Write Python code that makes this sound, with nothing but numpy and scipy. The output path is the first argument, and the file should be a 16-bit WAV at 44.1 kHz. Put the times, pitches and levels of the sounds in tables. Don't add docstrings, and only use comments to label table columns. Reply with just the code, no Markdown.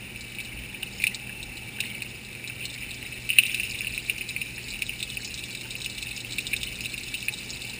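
import sys
import numpy as np
from scipy import signal
from scipy.fft import rfft, irfft, next_fast_len
from scipy.io import wavfile
from scipy.ndimage import map_coordinates

SR = 44100
rng = np.random.default_rng(int(sys.argv[2]) if len(sys.argv) > 2 else 0)


def log_audio(samples):
    frames = np.atleast_2d(samples).T
    limited = np.clip(frames, -1, 1)
    pcm = np.round(limited * 32767).astype(np.int16)
    wavfile.write(sys.argv[1], SR, pcm)


N = 343539

# start in seconds, level in dB before swell and fall, time to lose 10 dB in seconds.
SURGES = [(0.13, -32, 0.0011), (0.36, -36.5, 0.0688), (0.98, -36.5, 0.2325), (1.81, -32, 0.1189),
          (2.6, -40.5, 0.7242), (3.3, -31, 0.8326), (6.4, -43, 2)]
# time in seconds, level in dB rms.
SPRAY = [(0, -54.5), (.38, -51), (.75, -58), (1.0, -45.5), (1.25, -57), (1.9, -50), (2.28, -53),
         (2.75, -48.5), (3.23, -48), (3.6, -42.5), (4.1, -46.5), (4.5, -44.5), (6.0, -43), (7.45, -42.5),
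         (7.79, -44.5)]
# start in seconds, peak in dB, starting pitch of the bubble in Hz.
DROPS = [(0.3479, -28.5, 2737), (0.3855, -22, 2543), (0.402, -23.5, 2386), (0.83, -17, 2862),
         (1.0002, -22, 2339), (1.021, -20.5, 2328), (1.0392, -6, 2279), (1.068, -9, 2569),
         (1.2938, -24.5, 2496), (1.785, -26, 2666), (1.8043, -12.5, 2660), (1.837, -23, 2003),
         (2.0203, -19.5, 2372), (2.3501, -25.5, 2259), (2.4407, -24, 2292), (2.4978, -22, 2381),
         (2.6065, -26, 2690), (2.6254, -22, 2600), (2.824, -26.5, 2543), (3.027, -23.5, 2696),
         (3.0626, -23, 2432), (3.2909, -16, 2577), (3.3025, -8.5, 2686), (3.3287, -18.5, 2593),
         (3.3856, 4, 2651), (3.3935, -8.5, 2772), (3.4348, -12.5, 2728), (3.4529, -16.5, 2536),
         (3.4955, -18.5, 2377), (3.5453, -14.5, 2566), (3.5862, -28, 2507), (3.5979, -13.5, 2472),
         (3.6328, -17, 2608), (3.7544, -27.5, 2601), (3.807, -16, 2473), (3.8462, -18.5, 2623),
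         (3.87, -14.5, 2617), (3.9771, -14.5, 2431), (4.0969, -8.5, 2568), (4.181, -23.5, 2506),
         (4.2096, -17.5, 2372), (4.3072, -23.5, 2529), (4.363, -14.5, 2324), (4.4156, -16, 2524),
         (4.5802, -23.5, 2586), (4.686, -27, 2717), (4.737, -24.5, 2557), (4.8209, -12, 2454),
         (4.8935, -15.5, 2695), (5.002, -24, 2640), (5.028, -20, 2570), (5.1701, -18, 2578),
         (5.5508, -24.5, 2621), (5.753, -19.5, 2601), (5.8604, -16.5, 2622), (5.9795, -26, 2603),
         (6.026, -25.5, 2500), (6.0692, -23, 2530), (6.113, -24.5, 2530), (6.1773, -23.5, 2665),
         (6.2473, -23.5, 2574), (6.3841, -14, 2472), (6.5326, -11.5, 2326), (6.563, -25.5, 2662),
         (6.6322, -18, 2744), (6.8066, -20.5, 2605), (6.8394, -25.5, 2799), (6.857, -17.5, 2650),
         (6.9404, -19.5, 2480), (6.9788, -23, 2570), (7.1415, -17.5, 2553), (7.2268, -24.5, 2614),
         (7.2834, -10, 2436), (7.5298, -27, 2616)]
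# start in seconds, peak in dB, starting pitch in Hz.
DROPLETS = [(0.2086, -28.5, 4360), (0.3496, -30, 3656), (0.402, -27, 3641), (0.4484, -30.5, 3995),
            (0.826, -26.5, 3800), (1.02, -25.5, 3920), (1.0376, -19.5, 3606), (1.07, -18.5, 3859),
            (1.1458, -17, 4076), (1.4282, -24, 3727), (1.5698, -29, 3820), (1.803, -17, 3766),
            (2.022, -26, 4116), (2.2485, -29.5, 3861), (2.475, -23, 3799), (2.6536, -20, 4190),
            (2.6993, -27, 3619), (2.7412, -26, 4131), (2.9083, -24.5, 3781), (2.9435, -28.5, 5098),
            (3.292, -27.5, 4237), (3.3864, -18.5, 3612), (3.465, -19.5, 3612), (3.544, -18.5, 3806),
            (3.71, -22.5, 4490), (3.735, -28, 3710), (3.7876, -23, 3665), (3.9469, -27, 3842),
            (4.065, -28.5, 4110), (4.099, -23.5, 3791), (4.2898, -20.5, 3784), (4.414, -26.5, 3572),
            (4.6833, -24.5, 3907), (4.7044, -21, 4117), (4.8195, -20.5, 3498), (4.8653, -23, 3648),
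            (4.9923, -25, 3779), (5.0055, -21.5, 3489), (5.027, -14.5, 3567), (5.1011, -19.5, 3540),
            (5.247, -21.5, 5305), (5.3418, -24.5, 5199), (5.3766, -23.5, 3575), (5.3923, -24.5, 3739),
            (5.4377, -22, 3682), (5.5065, -26, 3898), (5.5495, -22.5, 3877), (5.7068, -21, 3725),
            (5.8172, -21, 3960), (5.8449, -18, 3757), (5.899, -25, 3964), (5.9808, -22, 3686),
            (6.0262, -21, 3660), (6.164, -25, 5183), (6.1744, -26, 3611), (6.2038, -25, 3820),
            (6.3094, -22.5, 3957), (6.322, -20.5, 3737), (6.3829, -19, 3627), (6.404, -23, 3946),
            (6.468, -14.5, 3652), (6.5355, -20.5, 3575), (6.564, -17.5, 3620), (6.613, -24.5, 3467),
            (6.6312, -17, 3487), (6.755, -24.5, 3688), (6.807, -24, 4558), (6.9775, -24, 3626),
            (7.0338, -22.5, 3908), (7.082, -25, 3551), (7.1407, -18.5, 3547), (7.206, -25.5, 3544),
            (7.2828, -26.5, 3566), (7.3384, -24, 3485), (7.3861, -24.5, 3748), (7.5037, -21, 5020),
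            (7.5697, -26.5, 3613), (7.619, -22.5, 3800), (7.698, -25.5, 3544)]
# start in seconds, level in dB, starting pitch in Hz.
PLOPS = [(0.7641, -40, 1752), (0.825, -42.5, 1559), (1.0395, -36.5, 1939), (1.293, -36.5, 1751),
         (1.7861, -36.5, 1671), (2.5, -43, 1508), (3.3855, -37, 1906), (3.6007, -37, 1906),
         (3.8384, -39.5, 1731), (4.5795, -34.5, 1854), (5.1958, -39.5, 1721), (5.655, -41.5, 1548),
         (6.5319, -37, 1749), (7.2818, -38.5, 1740)]
# start in seconds, level in dB, middle pitch in Hz.
GURGLES = [(0.799, -50, 779.6), (1.196, -53.5, 819.2), (1.398, -61, 792.8), (1.612, -53.5, 771.8),
           (3.002, -49.5, 780), (5.623, -45.5, 824.2), (7.289, -42.5, 846.8), (7.665, -43, 831.7)]
# frequency in Hz, gain in dB.
CASE = [(900, -44.5), (1300, -18), (1700, -14.5), (2050, -9.5), (2300, -4.5), (2620, 0.5), (3000, -5),
        (3280, -17), (3560, -7.5), (3900, -6), (4450, -10.5), (4760, -12), (5150, -6.5), (6000, -18.5),
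        (7800, -76.5)]
# frequency in Hz, relative level in dB.
RUMBLE = [(15, -54.5), (22, -22), (38, -4.5), (46, -15.5), (70, -6.5), (82, -7), (110, -5), (165, -7),
          (225, -8), (360, -11), (400, -12.5), (665, -20.5), (1200, -25.5), (1900, -18.5)]
# time in seconds, mean level in dB.
BOOM = [(0, -54.5), (2.2, -57), (3.7, -50.5), (7.79, -51)]
# time in seconds, level in dB rms.
MURMUR = [(0.0, -66.5), (0.7, -62), (0.85, -60), (1.7, -58), (2.1, -65.5), (7.79, -65.5)]
# centre in Hz, half-width in Hz, level in dB rms.
RESONANCES = [(199.36, 19.57, -55), (1728.7, 11, -76.5), (2317.9, 15.61, -49.5), (2613.8, 14.95, -51.5)]
# frequency in Hz, mean level in dB rms.
HUM = [(120, -49.5), (240, -58.5), (360, -64.5), (420, -75), (480, -70.5)]
# frequency in Hz, relative level in dB.
APART = [(18, -37), (30, -6.5), (124, -5.5), (265, -7.5), (718, -16.5), (1340, -21.5), (1700, -40),
         (2210, -66), (3740, -120)]
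# frequency in Hz, gain in dB.
EDGE = [(14800, -0.5), (15150, 8.5), (15400, -33), (15640, -54)]

STEADY_DB, SURGE_RISE_S = -42.5, 0.039
DRUM_T60_S = 0.038075
DROP_ANSWER_DB, DROPLET_ANSWER_DB = -4, -3
SPLAT_DB = -0.5
STRAY_DROP_DB, STRAY_DROPLET_DB = 11, 13
STRAY_SCATTER_DB = 3
BOOM_SWING_DB = 3.5
HOLD_HZ, TOP_HZ = 12000, 15640


def trickle():
    large = patter(250, hz=2563.2, spread=0.14981, cycles=2.3477, size_db=3.5, hiss_db=-2.5, wet_db=6.5)
    fine = patter(300, hz=4588.8, spread=0.21146, cycles=4.701, size_db=4.5, hiss_db=-4.5, wet_db=-4.5)
    return amp(flow_db()) * large + amp(curve(SPRAY)) * fine


def flow_db():
    t = np.arange(N) / SR
    power = amp(2 * STEADY_DB)
    for start, db, fall_s in SURGES:
        since = np.maximum(t - start, 0)
        swell = 1 - np.exp(-since / SURGE_RISE_S)
        power = power + amp(2 * db) * swell * 10 ** (-since / fall_s)
    return 10 * np.log10(power)


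def patter(rate, hz, spread, cycles, size_db, hiss_db, wet_db):
    count = int(rate * N / SR)
    draw = rng.random((count, 2))
    pitch = np.clip(hz * np.exp(spread * rng.standard_normal(count)), 900, 6000)
    sizes = amp(-size_db * np.log(np.maximum(draw[:, 1], .03)))
    at = (draw[:, :1] * N).astype(int) + np.arange(400)
    pulses = sizes[:, None] * bubbles(pitch, cycles)
    dry_drops = np.bincount(at.ravel(), pulses.ravel(), N + 400)[:N]

    noise = rng.standard_normal(N)
    splash = filtered(noise, lambda f: np.exp(-(np.log((f + 1) / hz) / 0.5333) ** 2))
    splash = splash * amp(1.5 * wobble(22))

    wet, step = np.zeros(N + SR), SR // 4
    for i in range(0, N, step):
        part = drum(dry_drops[i:i + step], wet_db)
        wet[i:i + len(part)] += part
    water = unit(wet[:N]) + amp(hiss_db) * unit(splash)
    return unit(signal.fftconvolve(water, case_ring())[:N])


def bubbles(hz, cycles, size=400):
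    u = np.arange(size) / SR * hz[:, None] / cycles
    envelope = (u * np.exp(1 - u)) ** 2
    return envelope * np.sin(2 * np.pi * cycles * u * (1 + 0.006473 * u))


def drum(x, wet_db):
    t = np.arange(SR // 8) / SR
    rise = 1 - np.exp(-(t / .0035) ** 3)
    tail = rng.standard_normal(len(t)) * amp(-60 * t / DRUM_T60_S) * rise
    tail = tail * amp(wet_db) / np.linalg.norm(tail)
    tail[0] = 1
    return signal.fftconvolve(x, tail)


def case_ring(size=2048):
    gain = amp(along(CASE, np.fft.rfftfreq(size, 1 / SR)))
    cepstrum = irfft(np.log(np.maximum(gain, 1e-5)))
    cepstrum[1:size // 2] *= 2
    cepstrum[size // 2 + 1:] = 0
    return irfft(np.exp(rfft(cepstrum)))[:size // 2]


def drops():
    out = np.zeros(N)
    smaller = stray(count=25, level_db=flow_db() + STRAY_DROP_DB, low_hz=2384.8, high_hz=2983.5)
    for start, db, hz in [*DROPS, *smaller]:
        bubble = bubbles(np.array([hz]), cycles=1.8189)[0]
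        out = strike(out, start, db, drum(bubble, DROP_ANSWER_DB))
    return out


def droplets():
    out, t = np.zeros(N), np.arange(400) / SR
    bright = signal.butter(N=4, Wn=(3300, 7000), btype="band", fs=SR, output="sos")
    envelope = amp(SPLAT_DB - 60 * t / 0.03435) * (1 - np.exp(-t / 0.000905))
    smaller = stray(count=55, level_db=curve(SPRAY) + STRAY_DROPLET_DB, low_hz=3521.7, high_hz=5139.5)
    for start, db, hz in [*DROPLETS, *smaller]:
        splat = signal.sosfilt(bright, rng.standard_normal(400)) * envelope
        bubble = bubbles(np.array([hz]), cycles=1.9522)[0]
        out = strike(out, start, db, drum(bubble + splat, DROPLET_ANSWER_DB))
    return out


def stray(count, level_db, low_hz, high_hz):
    when, pitch = rng.random((count, 2)).T
    db = level_db[(when * N).astype(int)] + STRAY_SCATTER_DB * rng.standard_normal(count)
    return list(zip(when * N / SR, db, low_hz * (high_hz / low_hz) ** pitch ** 2))


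def strike(out, start, db, pulse):
    hit = np.convolve(pulse, case_ring())
    shaped = np.zeros(N + SR)
    shaped[round(start * SR):][:len(hit)] = amp(db) * hit / np.abs(hit[:300]).max()
    return out + shaped[:N]


def plops():
    out = np.zeros(N + SR)
    for start, db, hz in PLOPS:
        tone = drum(bubbles(np.array([hz]), cycles=2.804, size=1200)[0], wet_db=1.0)
        out[round(start * SR):][:len(tone)] += amp(db) * tone
    return out[:N]


def gurgles():
    out = np.zeros(N + SR)
    for start, db, hz in GURGLES:
        for lag, bend in rng.random((4, 2)):
            pitch = np.array([hz * (0.92968 + 0.1448 * bend)])
            tone = drum(bubbles(pitch, cycles=4.94, size=2000)[0], wet_db=-3.5)
            out[round((start + .04 * lag) * SR):][:len(tone)] += amp(db) * tone / 2
    return out[:N]


def inflow():
    return amp(-50) * unit(signal.fftconvolve(rng.standard_normal(N), case_ring())[:N])


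def machine():
    noise = rng.standard_normal(N) * amp(0.744 * wobble(3.5002))
    rumble = unit(filtered(noise, lambda hz: amp(along(RUMBLE, hz)) * (hz < 2500)))
    boom = amp(curve(BOOM) + BOOM_SWING_DB * wobble(5)) * band(56.12, 19.72)
    murmur = amp(curve(MURMUR)) * band(828.11, 100)
    steady = sum(amp(db) * band(hz, width) for hz, width, db in RESONANCES)
    return amp(-46.5) * rumble + boom + murmur + steady + hum()


def hum():
    t, out = np.arange(N) / SR, np.zeros(N)
    for hz, db in HUM:
        level = np.sqrt(2) * amp(db + 0.22 * wobble(2.7))
        out += level * np.sin(2 * np.pi * hz * t + 0.071 * wobble(4))
    return out


def band(hz, width_hz):
    return unit(filtered(rng.standard_normal(N), lambda f: np.exp(-((f - hz) / width_hz) ** 2)))


def amp(db):
    return 10 ** (np.asarray(db) / 20)


def unit(x):
    return x / np.sqrt(np.mean(x ** 2) + 1e-20)


def along(points, hz):
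    f, v = np.transpose(points)
    return np.interp(np.log(hz + 1), np.log(f + 1), v)


def curve(rows):
    return np.interp(np.arange(N) / SR, *np.transpose(rows))


def wobble(rate):
    knots = rng.standard_normal(int(N * rate / SR) + 4)
    return map_coordinates(knots, [np.arange(N) * rate / SR])


def filtered(x, response):
    m = next_fast_len(N + SR // 2)
    return irfft(rfft(x, m) * response(np.fft.rfftfreq(m, 1 / SR)), m)[..., :N]


def scene():
    water = trickle() + drops() + droplets() + plops() + gurgles() + inflow()
    sound = water + machine() + amp(-56) * rng.standard_normal(N)
    return np.array([sound, sound])


def record(dry):
    kept = np.clip(filtered(dry, lambda hz: hz < HOLD_HZ / 2), -1, 1)
    mirrored = kept * (1 + 2 * np.cos(2 * np.pi * HOLD_HZ * np.arange(N) / SR))
    apart = amp(-68.5) * unit(filtered(rng.standard_normal(N), lambda hz: amp(along(APART, hz))))
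    held = filtered(mirrored, lambda hz: np.sinc(hz / HOLD_HZ)) + np.array([apart, -apart])
    return filtered(np.clip(held, -1, 1), lambda hz: amp(along(EDGE, hz)) * (hz < TOP_HZ))


dry = scene()
out = record(dry)
log_audio(out)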